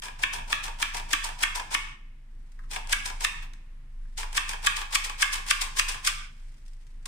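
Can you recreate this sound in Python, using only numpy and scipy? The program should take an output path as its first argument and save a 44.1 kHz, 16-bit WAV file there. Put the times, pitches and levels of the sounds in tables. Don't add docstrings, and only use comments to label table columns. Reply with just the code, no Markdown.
import sys
import numpy as np
from scipy import signal
from scipy.fft import rfft, irfft, next_fast_len
from scipy.io import wavfile
from scipy.ndimage import uniform_filter1d, map_coordinates

SR = 44100
rng = np.random.default_rng(int(sys.argv[2]) if len(sys.argv) > 2 else 0)


def makeup_ratio(level_db):
    decades = np.asarray(level_db, float) / 20
    return 10 ** decades


def bounce(signal):
    frames = np.transpose(np.atleast_2d(signal))
    limited = np.clip(frames, -1, 1)
    pcm = np.round(limited * 32767).astype(np.int16)
    wavfile.write(sys.argv[1], SR, pcm)


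N = 311787
RIGHT_LATE = 26
FIRM_DB = -34


def unit(x):
    return x / np.sqrt(np.mean(x ** 2) + 1e-20)


def along(points, hz):
    f, v = np.transpose(points)
    return np.interp(np.log(hz + 1), np.log(f + 1), v)


def curves(rows):
    s, *cols = np.transpose(rows)
    return [np.interp(np.arange(N) / SR, s, c) for c in cols]


def wobble(rate):
    knots = rng.standard_normal(int(N * rate / SR) + 4)
    return map_coordinates(knots, [np.arange(N) * rate / SR])


def unit_gain(h):
    return h / np.sqrt(np.mean(abs(h) ** 2, axis=-1, keepdims=True))


def filtered(x, response):
    m = next_fast_len(N + SR // 2)
    h = unit_gain(response(np.fft.rfftfreq(m, 1 / SR)))
    return irfft(rfft(x, m) * h, m)[..., :N]


def modes(table, spread_db):
    share = makeup_ratio(spread_db * rng.standard_normal((len(table), 2, 1)))

    def response(f):
        total = 0
        for k, (c, w, db) in enumerate(table):
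            ring = 1j * f * w / (c * c - f * f + 1j * f * w)
            total = total + (-1) ** k * share[k] * makeup_ratio(db) * ring
        return total
    return response


def grit(alike, spiky_db):
    size = makeup_ratio(spiky_db * rng.standard_normal((3, N)))
    shared, *own = rng.standard_normal((3, N)) * size
    common = np.array([shared, np.roll(shared, RIGHT_LATE)])
    pair = alike * common + np.sqrt(1 - alike ** 2) * np.array(own)
    return unit(pair * makeup_ratio(2.04 * wobble(300)))


def add(track, s, db, rise, fall):
    steps = np.arange(-SR // 20, SR // 6)
    t = steps / SR
    at = round(s * SR) + steps
    swell, fade = np.exp(np.minimum(t, 0) / rise), np.exp(-np.maximum(t, 0) / fall)
    shape = np.where(t < 0, swell, fade)
    keep = (at >= 0) & (at < N)
    track[at[keep]] += (makeup_ratio(db) * shape[keep]) ** 2


def knocks(times, db, rebound_db):
    force = np.zeros((2, N + SR))
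    for s, peak_db, draw in zip(times, db, rng.random((len(times), 3, 5))):
        late = np.append(0, .0005 + .0045 * draw[0])
        rebounds = np.sign(draw[1] - .5) * makeup_ratio(rebound_db - 540 * late[1:])
        size = makeup_ratio(peak_db) * np.append(1, rebounds)
        at = np.round((s + late) * SR).astype(int)
        np.add.at(force[0], at, size)
        np.add.at(force[1], at + RIGHT_LATE, size * np.append(1, 3 * draw[2] - 1))
    return force[:, :N]


# time in seconds, hum level in dB.
HUM_LOAD = [(0, -48), (.3, -41), (.7, -39), (1.5, -39), (2.2, -45), (2.7, -37), (3.4, -38), (3.7, -43),
            (4.15, -35), (4.6, -39), (5.3, -40), (5.8, -37), (6.4, -42), (7.07, -41)]
# pitch in Hz, level in dB per Hz.
RUMBLE_COLOUR = [(20, -32), (30, -8), (40, -24), (58, -23), (91, -29.5), (137, -24), (172, -36.5),
                 (235, -31.5), (295, -45), (322, -38), (500, -60.5), (650, -80.5), (1100, -120)]


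def appliance():
    shaft_hz, fan_shaft_hz, beat_peak_s = 25.91, 22.25, 3.45
    t = np.arange(N) / SR
    drift = .2 * np.array([wobble(2), wobble(3)])
    one, two = 2 * np.pi * np.outer([shaft_hz, fan_shaft_hz], t - beat_peak_s) + drift
    mixed = makeup_ratio(-14 + 2 * wobble(1.5)) * np.sin(two)
    mixed = mixed + makeup_ratio(-19) * np.sin(2 * one - two) + makeup_ratio(-20) * np.sin(one + two)
    load_db = uniform_filter1d(curves(HUM_LOAD)[0], size=SR // 10)
    hum = makeup_ratio(load_db + 3) * (np.sin(one) + mixed)
    fan = makeup_ratio(-65.5 + wobble(2.9)) * np.sin(2 * np.pi * 136 * t + .56 * wobble(2.1))
    mid, side = filtered(rng.standard_normal((2, N)), lambda f: makeup_ratio(along(RUMBLE_COLOUR, f)))
    side = unit(filtered(side, lambda f: f ** 2))
    handled = np.clip(sum(np.exp(-((t - s) / .3) ** 2) for s, *_ in SLAMS), 0, 1)
    handled = handled * (1 - .5 * curves(EMPTIED)[0])
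    rumble = makeup_ratio(-58.5 + 8 * handled + 2.4 * wobble(8.9))
    return hum + fan + rumble * (mid + makeup_ratio(-12.5) * side * [[1], [-1]])


# pitch in Hz, level in dB per Hz.
AIR_COLOUR = [(250, -28), (450, -5.5), (650, -10), (950, -5.5), (1400, -8), (1950, -4.5), (2500, -9.5),
              (4100, -17), (6500, -21), (9500, -20), (10500, -26), (13000, -29), (15500, -29.5),
              (16000, -62.5)]


def room_air():
    noise = filtered(rng.standard_normal((2, N)), lambda f: makeup_ratio(along(AIR_COLOUR, f)))
    return makeup_ratio(-68 + .6 * wobble(4)) * noise


# time in seconds, level in dB, wall share in dB, swell in seconds, fade in seconds.
STRAY_SCUFFS = [
    (.022, -41, 4, .001, .017),
    (2.873, -43, -15, .001, .004),
    (3.428, -49, 6, .005, .017),
    (4.177, -36, -10, .001, .01),
    (6.071, -23, 5, .003, .03),
    (7.0577, -30.5, -30, .001, .006),
]


def stray_scuffs():
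    return [(s, db, wall_db, -11, swell, fade) for s, db, wall_db, swell, fade in STRAY_SCUFFS]


# start in seconds, travel in seconds,
# break-away level in dB, sliding level in dB, level of landing at rest in dB.
SPRING_BACK = [(0.0351, .048, -38, -41, -44.5), (0.3363, .048, -33, -41.5, -44),
               (0.6407, .04, -33, -41, -41), (0.9463, .052, -33, -36.5, -44.5),
               (1.2436, .046, -29, -37.5, -46.5), (1.5573, .04, -30, -38, -38.5),
               (2.715, .047, -36.5, -34, -35.5), (3.0592, .042, -29.5, -39.5, -41.5),
               (4.1846, .046, -33, -38.5, -40), (4.4938, .04, -30.5, -40, -38.5),
               (4.7686, .048, -30, -38, -36.5), (5.048, .049, -29, -45, -36.5),
               (5.3323, .048, -24.5, -33, -45), (5.618, .045, -23, -37, -45),
               (5.89, .054, -24.5, -35.5, -39.5)]


def releases():
    rows = []
    for s, travel, break_db, slide_db, rest_db in SPRING_BACK:
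        rows.append((s, break_db, -6, -8, .0055, .018))
        rows.append((s + .48 * travel, slide_db, 0, -13, .007, .017))
        rows.append((s + travel, rest_db, 2, -3, .003, .009))
    return rows


# start in seconds before the slam, starting level in dB, level of catching a rib in dB.
SQUEEZE_STROKES = [(.043, -44, -50), (.048, -47, -38), (.039, -48, -35.5), (.042, -46, -36.5),
                   (.046, -43, -37.5), (.036, -36.5, -35.5), (.036, -39, -40), (.04, -36, -36.5),
                   (.048, -43, -34), (.041, -43, -33), (.046, -47, -29), (.041, -41, -33.5),
                   (.045, -39.5, -31), (.041, -48.5, -28), (.041, -50, -29.5)]


def squeezes():
    rows = []
    for (slam, *_), (lead, start_db, catch_db) in zip(SLAMS, SQUEEZE_STROKES):
        rows.append((slam - lead, start_db, -3, -8, .004, .015))
        rows.append((slam - .025, catch_db, -4, -7, .0055, .015))
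    return rows


def scrape(mesh, wall, cup):
    for s, db, wall_db, cup_db, swell, fade in squeezes() + releases() + stray_scuffs():
        wall_luck, cup_luck = 2 * rng.standard_normal(2)
        firmer_db = db - FIRM_DB
        cup_db = cup_db - .55 * firmer_db
        fade = fade * .5 ** (max(firmer_db, 0) / 11)
        add(mesh, s, db + 1, swell, fade)
        add(wall, s, db + wall_db + wall_luck - 4.5, swell, fade)
        add(cup, s, db + cup_db + cup_luck + 4.5, swell, fade * 1.69)


def handle_rests():
    s, travel, _, _, rest_db = np.transpose(SPRING_BACK)
    blows = knocks(s + travel, rest_db + 28, rebound_db=-11)
    thumps = knocks(s + travel, -31 + .3 * (rest_db - FIRM_DB), rebound_db=-11)
    return blows, thumps


# time in seconds, peak level in dB, jolt of the mesh in dB, thump of the base in dB.
SLAMS = [(0.2366, -7.5, -20.5, -29), (0.5285, -8.5, -18.5, -30), (0.8273, -9, -16, -32),
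         (1.134, -7.5, -15.5, -30.5), (1.4354, -7.5, -14.5, -33.5), (1.7485, -7.5, -14.5, -32),
         (2.9311, -8.5, -13, -39), (3.248, -9.5, -14, -42), (4.3777, -8, -12.5, -39),
         (4.6704, -6.5, -15.5, -46), (4.9557, -7, -13.5, -39), (5.2271, -6, -12, -47),
         (5.511, -6.5, -12.5, -42.5), (5.7963, -7, -11, -43), (6.0764, -14, -7, -44)]


def handle_slams(mesh, wall):
    run_up_s = .009
    for s, db, jolt_db, _ in SLAMS:
        add(mesh, s, db + jolt_db + 1.5, run_up_s, .003)
        add(wall, s, db - 20, run_up_s * .5, .005)
    s, db, _, thump_db = np.transpose(SLAMS)
    blows = knocks(s - .0004, db + 13, rebound_db=-8)
    thumps = knocks(s, db + thump_db + 20, rebound_db=-11)
    return blows, thumps


# pitch in Hz, level in dB per Hz.
MESH_COLOUR = [(700, -43), (1300, -9.5), (2000, -3.5), (3500, -4), (4100, -5), (5150, -2.5), (6900, -6.5),
               (8100, -3.5), (9600, -6.5), (10400, -15), (12500, -19.5), (15000, -17.5), (15400, -48),
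               (16000, -94)]


def mesh_hiss(power):
    hiss = np.sqrt(power) * grit(.3, spiky_db=3)
    return filtered(hiss, lambda f: makeup_ratio(along(MESH_COLOUR, f)) * (f < 15300))


# pitch in Hz, width in Hz, level in dB.
WALL_NOTES = [(1143, 110, 0.5), (1380, 250, -11), (1630, 170, 1.5), (1860, 150, -10), (2170, 220, -1),
              (2573, 260, -3.5), (3040, 260, -2.5), (3350, 450, -7), (3834, 850, -17), (2140, 2480, -9.5)]


def plastic_wall(power, blows):
    blows = uniform_filter1d(blows, size=3, axis=1)
    force = np.sqrt(power) * grit(.59, spiky_db=2.5) + .8 * blows
    grip = np.pi / 4 * (1 + np.tanh(wobble(4)))
    one_grip = filtered(force * np.cos(grip), modes(WALL_NOTES, 2.1))
    other_grip = filtered(force * np.sin(grip), modes(WALL_NOTES, 2.1))
    return one_grip + other_grip


# pitch in Hz, width in Hz, level in dB.
FULL_CUP_NOTES = [(411.5, 70, -16), (560, 300, -18.5), (770, 140, -8), (904.6, 95, -0.5), (995, 96, -1),
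                  (1440, 120, -17)]
# pitch in Hz, width in Hz, level in dB.
BARE_CUP_NOTES = [(418, 98, -20.5), (560, 300, -28), (895, 150, -8.5), (1052, 120, 3), (1250, 280, -10.5),
                  (1390, 200, -12)]
# time in seconds, share of the
EMPTIED = [(0, 0.15), (3.5, 0.18), (4.5, 0.45), (5.2, 0.92), (7.07, 0.7)]


def cup_air(power):
    rasp = np.sqrt(power) * grit(.45, spiky_db=3.5)
    gone = curves(EMPTIED)[0]
    full = filtered(rasp * np.sqrt(1 - gone), modes(FULL_CUP_NOTES, 1))
    bare = filtered(rasp * np.sqrt(gone), modes(BARE_CUP_NOTES, 1))
    return full + makeup_ratio(-3) * bare


# pitch in Hz, width in Hz, level in dB.
BASE_NOTES = [(80, 60, -8), (200, 80, -16.5), (284, 70, -0.5), (410, 90, -3.5), (530, 160, -7)]


def base(thumps):
    return filtered(thumps, modes(BASE_NOTES, 1))


# pitch in Hz, time to fall by 60 dB in seconds.
KITCHEN_FADE = [(300, 0.39), (1000, 0.72), (2500, 0.8), (4000, 0.66), (7000, 0.57), (12000, 0.39)]


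def kitchen(x, early_db, count):
    last_echo_s, drop_db = .175, -8
    wet = np.zeros((2, N + SR))
    step = N // count + 1
    for at in range(0, N, step):
        hz, t, z = signal.stft(rng.standard_normal((2, SR // 2)), SR, nperseg=256)
        late_db = -60 * t / along(KITCHEN_FADE, hz)[:, None]
        late_db = late_db + drop_db * np.clip((t - last_echo_s) / .06, 0, 1)
        near_walls = makeup_ratio(early_db - 60 * t / .12)
        tail = signal.istft(z * (makeup_ratio(late_db) + near_walls), SR, nperseg=256)[1]
        tail = tail / np.linalg.norm(tail[0])
        answer = signal.fftconvolve(x[:, at:at + step], tail, axes=1)
        wet[:, at + 200:at + 200 + answer.shape[1]] += answer
    return wet[:, :N]


# time in seconds, level in dB.
RUSTLES = [
    [(2.3, -84), (2.536, -77), (2.7, -71)],
    [(3.9, -79), (4.0, -79), (4.165, -75)],
    [(6.3, -70), (6.838, -73.5), (7.045, -78)],
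]


def rustle():
    rows = []
    for part in RUSTLES:
        rows += [(part[0][0] - .02, -100), *part, (part[-1][0] + .005, -100)]
    rub = grit(.2, spiky_db=4.5) * makeup_ratio(2.3 * wobble(60))
    rub = filtered(rub, lambda f: makeup_ratio(along(MESH_COLOUR, f)))
    return makeup_ratio(curves(rows)[0] + 2.5) * unit(rub)


# time in seconds, peak level in dB.
CRUMBS = [(2.5182, -54), (6.3967, -57), (6.434, -60), (6.4844, -60), (6.5184, -57), (6.5425, -58),
          (6.5694, -59), (6.5804, -57), (6.653, -55), (6.6618, -54), (6.6784, -49), (6.7314, -55),
          (6.7674, -64), (6.867, -51.5), (7.0254, -59)]


def crumbs(mesh):
    for s, db in CRUMBS:
        add(mesh, s + .0015, db - 5, .0012, .007)


# time in seconds, peak level in dB, brightness in dB.
FINGER_TICKS = [
    (2.591, -33, -36),
    (2.6357, -39, -26),
    (3.5352, -40, 6),
    (4.051, -49, -14),
]
# pitch in Hz, width in Hz, level in dB.
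RIM_NOTES = [(1120, 120, -4), (1630, 110, -6), (1830, 250, -14)]


def finger_ticks(mesh):
    rim = np.zeros(N)
    for s, db, bright_db in FINGER_TICKS:
        add(rim, s, db - 9.5, .0008, .006)
        add(mesh, s, db + bright_db - 13, .0005, .004)
    return filtered(np.sqrt(rim) * grit(.99, spiky_db=-1), modes(RIM_NOTES, 1.2))


def sifter():
    mesh, wall, cup = np.zeros((3, N))
    scrape(mesh, wall, cup)
    rest_blows, rest_thumps = handle_rests()
    slam_blows, slam_thumps = handle_slams(mesh, wall)
    crumbs(mesh)
    ticks = finger_ticks(mesh)
    taps = ticks + base(slam_thumps + rest_thumps)
    return mesh_hiss(mesh), plastic_wall(wall, slam_blows + rest_blows), cup_air(cup), taps


def scene():
    hiss, wall, hollow, taps = sifter()
    near = (hiss + wall + hollow + taps) * makeup_ratio([[.6], [-.6]])
    to_room = makeup_ratio(-8) * hiss + makeup_ratio(-4) * wall + makeup_ratio(-4) * hollow + makeup_ratio(-6) * taps
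    echo = kitchen(to_room, early_db=-4, count=18)
    return near + echo + appliance() + room_air() + rustle()


def top_cut(x):
    return signal.sosfilt(signal.butter(12, 16390, fs=SR, output="sos"), x)


def record(dry):
    m = next_fast_len(N + SR // 2)
    in_band = np.fft.rfftfreq(m, 1 / SR) < 15750
    kept = irfft(rfft(dry, m) * in_band, m)[:, :N]
    return top_cut(kept)


dry = scene()
out = record(dry)
bounce(out)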